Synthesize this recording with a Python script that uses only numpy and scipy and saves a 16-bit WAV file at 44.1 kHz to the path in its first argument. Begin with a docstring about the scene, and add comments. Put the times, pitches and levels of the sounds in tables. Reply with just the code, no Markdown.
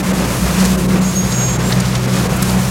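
"""A diesel drone and a broad rush of air come first: a truck-mounted leaf vacuum working along a kerb.
The engine is a stack of wavering sines over noise that booms in the fan housing; the air is filtered noise.
Leaves rustle as noise shaped by dense tiny impacts, and twigs clatter up the hose as short noise bursts.
Midway comes a thin squeal of sliding sines, likely the brakes of the creeping truck.
The treble dips briefly now and then; both channels are the same."""
import sys
import numpy as np
from scipy import signal
from scipy.fft import rfft, irfft
from scipy.io import wavfile

SR = 44100
rng = np.random.default_rng(int(sys.argv[2]) if len(sys.argv) > 2 else 0)


def output_pcm(signal):
    """Save a mono or channel-first signal as 16-bit PCM at the path in sys.argv[1].

    Samples are clipped to [-1, 1] before scaling.
    """
    pcm = np.clip(np.atleast_2d(signal).T, -1, 1) * 32767
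    wavfile.write(sys.argv[1], SR, np.round(pcm).astype(np.int16))


N = 119070  # samples, 2.7 s


def undb(db):
    """Decibels to amplitude gain."""
    return 10 ** (np.asarray(db) / 20)


def unit(x):
    """Scale to rms 1."""
    return x / np.sqrt(np.mean(x ** 2))


def seconds():
    """Time of every sample."""
    return np.arange(N) / SR


def curve(rows, axis=1):
    """One column of a table, joined by straight lines in time."""
    rows = np.array(rows, float)
    return np.interp(seconds(), rows[:, 0], rows[:, axis])


def freqs():
    """Frequencies of the spectrum's bins, kept at 1 Hz or more."""
    return np.maximum(np.arange(N // 2 + 1) * SR / N, 1)


def apply_gain(x, gain):
    """Multiply the spectrum of a sound by a gain per bin."""
    return irfft(rfft(x) * gain, N)


def colour(x, points):
    """Equalise through (Hz, dB) points, straight over log frequency, then scale to rms 1."""
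    hz, db = np.array(points, float).T
    return unit(apply_gain(x, undb(np.interp(np.log(freqs()), np.log(hz), db))))


def resonance(x, hz, width_hz):
    """A two-pole band-pass applied twice, each pass 2 * width_hz wide at half power; rms 1."""
    f = freqs()
    detune = (f / hz - hz / f) * hz / width_hz / 2
    return unit(apply_gain(x, 1 / (1 + 1j * detune) ** 2))


def treble(x, hz, order=6):
    """The part of a sound above a frequency, where its amplitude is halved."""
    return apply_gain(x, 1 / (1 + (hz / freqs()) ** order))


def noise():
    """White noise."""
    return rng.standard_normal(N)


def walk(rate):
    """Smooth random drift of rms 1 that changes about rate times a second."""
    return unit(apply_gain(noise(), 1 / (1 + (2 * freqs() / rate) ** 2) ** 2))


def tone(phase, db):
    """A sine with this rms level."""
    return np.sqrt(2) * undb(db) * np.sin(phase)


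def turn(hz):
    """Running phase of a frequency curve, from a random start."""
    return 2 * np.pi * (np.cumsum(hz) / SR + rng.random())


def engine():
    """Firing harmonics that throb and wobble, and turbulence booming in the fan housing."""
    # engine speed: start_s [s], firing_hz [Hz]
    speed = [(0, 62.8), (.4, 62.1), (.9, 62.02), (1.5, 62.17), (2.1, 62.51), (2.7, 62.74)]
    # firing harmonics before trim: start_s [s], first_db [dB], second_db [dB], third_db [dB]
    drone_levels = [(0, -28, -35, -23), (.15, -31, -36, -15), (.29, -19.5, -23.5, -25.5),
                    (.39, -25, -23, -26.5), (.46, -17, -31, -18.5), (.53, -26, -33, -21),
                    (.61, -24.5, -25.5, -13), (.79, -27, -32, -16), (.94, -24, -22, -13.5),
                    (1.06, -31, -30.5, -17.5), (1.18, -31, -24.5, -13), (1.42, -29, -20, -27),
                    (1.67, -26, -19, -18.5), (1.95, -30, -21, -21), (2.15, -32, -20.5, -17),
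                    (2.25, -27, -20, -27), (2.37, -27, -27, -18.5), (2.53, -26, -21, -16),
                    (2.7, -30, -20.5, -25)]
    # weak higher lines: multiple [of firing rate], level_db [dB, relative to untrimmed third harmonic]
    overtones = [(3.5, -21.5), (5.5, -23.5), (6, -17), (8.5, -24)]
    harmonic_trim_db = (-1, 0, -0.5)
    wobble_rad, throb_db, throb_rate = 0.4, 1.6, 17  # rms radians, rms dB, changes per second
    housing_hz, housing_width_hz, housing_db = 170.8, 32.6, -22.5

    lines = []
    for number, trim_db in enumerate(harmonic_trim_db, start=1):
        lines.append((number, curve(drone_levels, axis=number) + trim_db))
    third_db = curve(drone_levels, axis=3)
    for multiple, level_db in overtones:
        lines.append((multiple, third_db + level_db))

    firing_phase = turn(curve(speed))
    drone = np.zeros(N)
    for multiple, level_db in lines:
        start_phase = 2 * np.pi * rng.random()
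        phase = multiple * firing_phase + start_phase + wobble_rad * walk(throb_rate)
        drone += tone(phase, level_db + throb_db * walk(throb_rate))
    boom = undb(housing_db) * resonance(noise(), housing_hz, housing_width_hz)
    return drone + boom


def air(flutter_db=0.75, band_flutter_db=0.76):
    """Turbulent air roaring in the hose: a steady rumble and three surging bands above it."""
    # tone of the rush: pitch_hz [Hz], density_db [dB per Hz, relative]
    roar_shape = [(20, -18), (32, -6), (55, -3), (100, 2), (150, 3.5), (240, -2), (290, -3.5), (350, -3),
                  (420, -4.5), (535, -4.5), (640, -7.5), (850, -10), (1050, -8.5), (1900, -14),
                  (2550, -15.5), (3100, -21), (6000, -28), (16000, -52)]
    # surges before trim: start_s [s], low_mid_db [dB], mid_db [dB], upper_mid_db [dB]
    flow = [(0.0, -28, -30, -29.5), (0.23, -22.5, -26, -25.5), (0.42, -26, -28, -28.5),
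            (0.54, -31, -25, -25.5), (0.62, -30, -24, -23.5), (0.72, -28.5, -28.4, -27.6),
            (0.85, -25, -30.5, -30.5), (0.97, -21, -29, -27.5), (1.15, -32.5, -30.5, -30.5),
            (1.58, -28, -27.5, -27), (1.71, -27, -26.5, -27.5), (1.85, -32, -28.5, -27.5),
            (2.02, -29.5, -29.5, -29), (2.13, -25, -26, -26.5), (2.32, -26, -26, -27.5),
            (2.42, -32, -29, -24.5), (2.5, -34, -24.5, -27), (2.7, -42, -29.7, -30.5)]
    edges_hz = (197, 427, 1000)  # lower edge of each surging band
    rumble_db, band_trim_db = -26, (-2, -1, -0.5)

    roar = colour(noise(), roar_shape)
    above = [treble(roar, hz) for hz in edges_hz] + [0]  # the last band is open at the top
    rumble = undb(rumble_db) * unit(roar - above[0])
    surges = np.zeros(N)
    for k, trim_db in enumerate(band_trim_db):
        band = unit(above[k] - above[k + 1])
        level_db = curve(flow, axis=k + 1) + trim_db + band_flutter_db * walk(38)
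        surges += band * undb(level_db)
    return rumble + surges * undb(flutter_db * walk(28))


def leaves(flutter_db=1.0):
    """Dense tiny leaf impacts modulate part of the energy of the nozzle's hiss."""
    # tone of the hiss: pitch_hz [Hz], density_db [dB per Hz, relative]
    hiss_shape = [(800, -1), (2000, -5), (3200, -1), (4600, -1), (6700, 0), (8500, -4), (11000, -6.5),
                  (13500, -10.5), (16000, -14.5)]
    # hiss before trim: start_s [s], treble_db [dB], top_treble_db [dB]
    hiss_levels = [(0.0, -31, -32.5), (0.2, -30.5, -33.5), (0.42, -31.5, -31.5), (0.62, -26.7, -30.7),
                   (0.72, -30.5, -32.5), (0.82, -33, -32), (0.95, -34, -37), (1.1, -32.6, -35.5),
                   (1.35, -30.5, -34.5), (1.6, -32.5, -39), (1.71, -30.2, -32), (1.8, -31.8, -38.5),
                   (1.9, -31.5, -38), (2.02, -32, -38), (2.17, -28.7, -34), (2.39, -35, -36.5),
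                   (2.48, -29, -29.8), (2.7, -31.5, -33)]
    leaves_per_s, leaf_spread_db, leaf_ring_s = 2400, 1, 0.0018
    leaf_share = 0.27  # part of the hiss energy that follows the impacts
    treble_trim_db, top_trim_db, split_hz = 1.5, 1.5, 7650

    struck = rng.random(N) < leaves_per_s / SR
    strength_db = leaf_spread_db * np.minimum(rng.exponential(size=N), 5)
    hits = struck * undb(strength_db)
    # each impact adds energy that dies away exponentially
    energy = signal.lfilter([1], [1, -np.exp(-2 / (leaf_ring_s * SR))], hits ** 2)
    grain = np.sqrt(1 - leaf_share + leaf_share * energy / energy.mean())
    rustle = colour(noise() * grain, hiss_shape)

    top = treble(rustle, split_hz)
    lower = unit(rustle - top) * undb(curve(hiss_levels) + treble_trim_db)
    upper = unit(top) * undb(curve(hiss_levels, axis=2) + top_trim_db)
    return (lower + upper) * undb(flutter_db * walk(30))


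def twigs():
    """Each twig or clump makes a short dry crunch of band-passed noise on the hose wall."""
    # strikes: start_s [s], level_db [dB], centre_hz [Hz], spread [octaves], length_s [s to release]
    strikes = [(.598, -24.5, 5500, 0.53, 0.011), (0.642, -25, 6440, 0.3, 0.0052),
               (.650, -19.5, 6040, 0.62, 0.01), (1.32, -25, 4800, 0.55, .008),
               (1.704, -26, 1700, .4, 0.026), (1.721, -19, 4320, .45, 0.0073), (1.8, -21, 6240, .6, 0.0068),
               (1.851, -26, 4000, 0.77, 0.0099), (1.951, -20, 4200, 0.71, 0.0072),
               (2.359, -29.5, 9000, 0.57, 0.015), (2.421, -21, 12000, .35, 0.0073),
               (2.424, -17.5, 6440, 0.65, 0.0056), (2.493, -24.5, 4300, 0.23, 0.0061)]
    attack_s, release_s = 0.0015, 0.0037

    out = np.zeros(N)
    for start_s, level_db, centre_hz, octaves, length_s in strikes:
        age = np.maximum(seconds() - start_s, 0)
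        attack = np.minimum(age / attack_s, 1)
        release = np.exp(-np.maximum(age - length_s, 0) / release_s)
        band = np.exp(-0.5 * (np.log2(freqs() / centre_hz) / octaves) ** 2)
        crunch = unit(apply_gain(noise(), band))
        out += undb(level_db) * attack * release * crunch
    return out


def squeal():
    """Friction sets high metal modes singing, each with a faint octave."""
    # lower mode: start_s [s], pitch_hz [Hz], level_db [dB]
    low_mode = [(1.01, 6630, -50), (1.054, 6614, -25.5), (1.07, 6630, -29), (1.092, 6680, -27),
                (1.135, 6610, -46), (1.16, 6570, -22.5), (1.198, 6571, -18.5), (1.24, 6587, -30),
                (1.285, 6585, -33), (1.38, 6588, -23), (1.44, 6586, -20), (1.544, 6578, -29),
                (1.6, 6588, -37), (1.635, 6590, -48)]
    # upper mode: start_s [s], pitch_hz [Hz], level_db [dB]
    high_mode = [(.98, 7290, -42), (1.08, 7310, -32), (1.11, 7370, -36), (1.15, 7380, -60),
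                 (1.26, 7450, -52), (1.32, 7475, -33), (1.42, 7440, -32), (1.46, 7375, -30),
                 (1.57, 7360, -32), (1.605, 7450, -55), (1.635, 7510, -37), (1.685, 7427, -27),
                 (1.725, 7330, -46)]
    # close partner that beats with the lower mode: start_s [s], pitch_hz [Hz], level_db [dB]
    beat_mode = [(1.28, 6715, -46), (1.36, 6718, -27), (1.41, 6698, -30), (1.46, 6700, -48)]
    jitter_hz, flutter_db, octave_db = 5, 1, -22  # jitter and flutter are rms

    out, t = np.zeros(N), seconds()
    for mode in (low_mode, high_mode, beat_mode):
        phase = turn(curve(mode) + jitter_hz * walk(130))
        level_db = curve(mode, axis=2) + flutter_db * walk(70)
        singing = tone(phase, level_db) + tone(2 * phase, level_db + octave_db)
        sounding = (t > mode[0][0]) * (t < mode[-1][0])
        out += singing * sounding
    return out


def scene():
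    """All sources, the same in both channels."""
    return np.tile(engine() + air() + leaves() + twigs() + squeal(), (2, 1))


def record(dry):
    """The treble dips briefly now and then, and a steep low-pass cuts the very top."""
    # treble dips: centre_s [s], length_s [s, full width at half depth], above_hz [Hz]
    treble_dips = [(.023, .016, 1300), (.127, .011, 2200), (.769, .014, 1800), (.876, .018, 1300),
                   (1.004, .014, 2600), (1.58, .02, 2000), (2.069, .014, 3200), (2.283, .021, 1600)]
    dip_depth, cut_hz = 0.71, 15900  # depth is the fraction of treble taken away

    t = seconds()
    removed = np.zeros_like(dry)
    for centre_s, length_s, above_hz in treble_dips:
        bell = 1 / (1 + (2 * (t - centre_s) / length_s) ** 4)
        removed += bell * treble(dry, above_hz, order=4)
    low_pass = signal.ellip(10, 0.2, 80, cut_hz, fs=SR, output="sos")
    return signal.sosfilt(low_pass, dry - dip_depth * removed)


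dry = scene()
out = record(dry)
output_pcm(out)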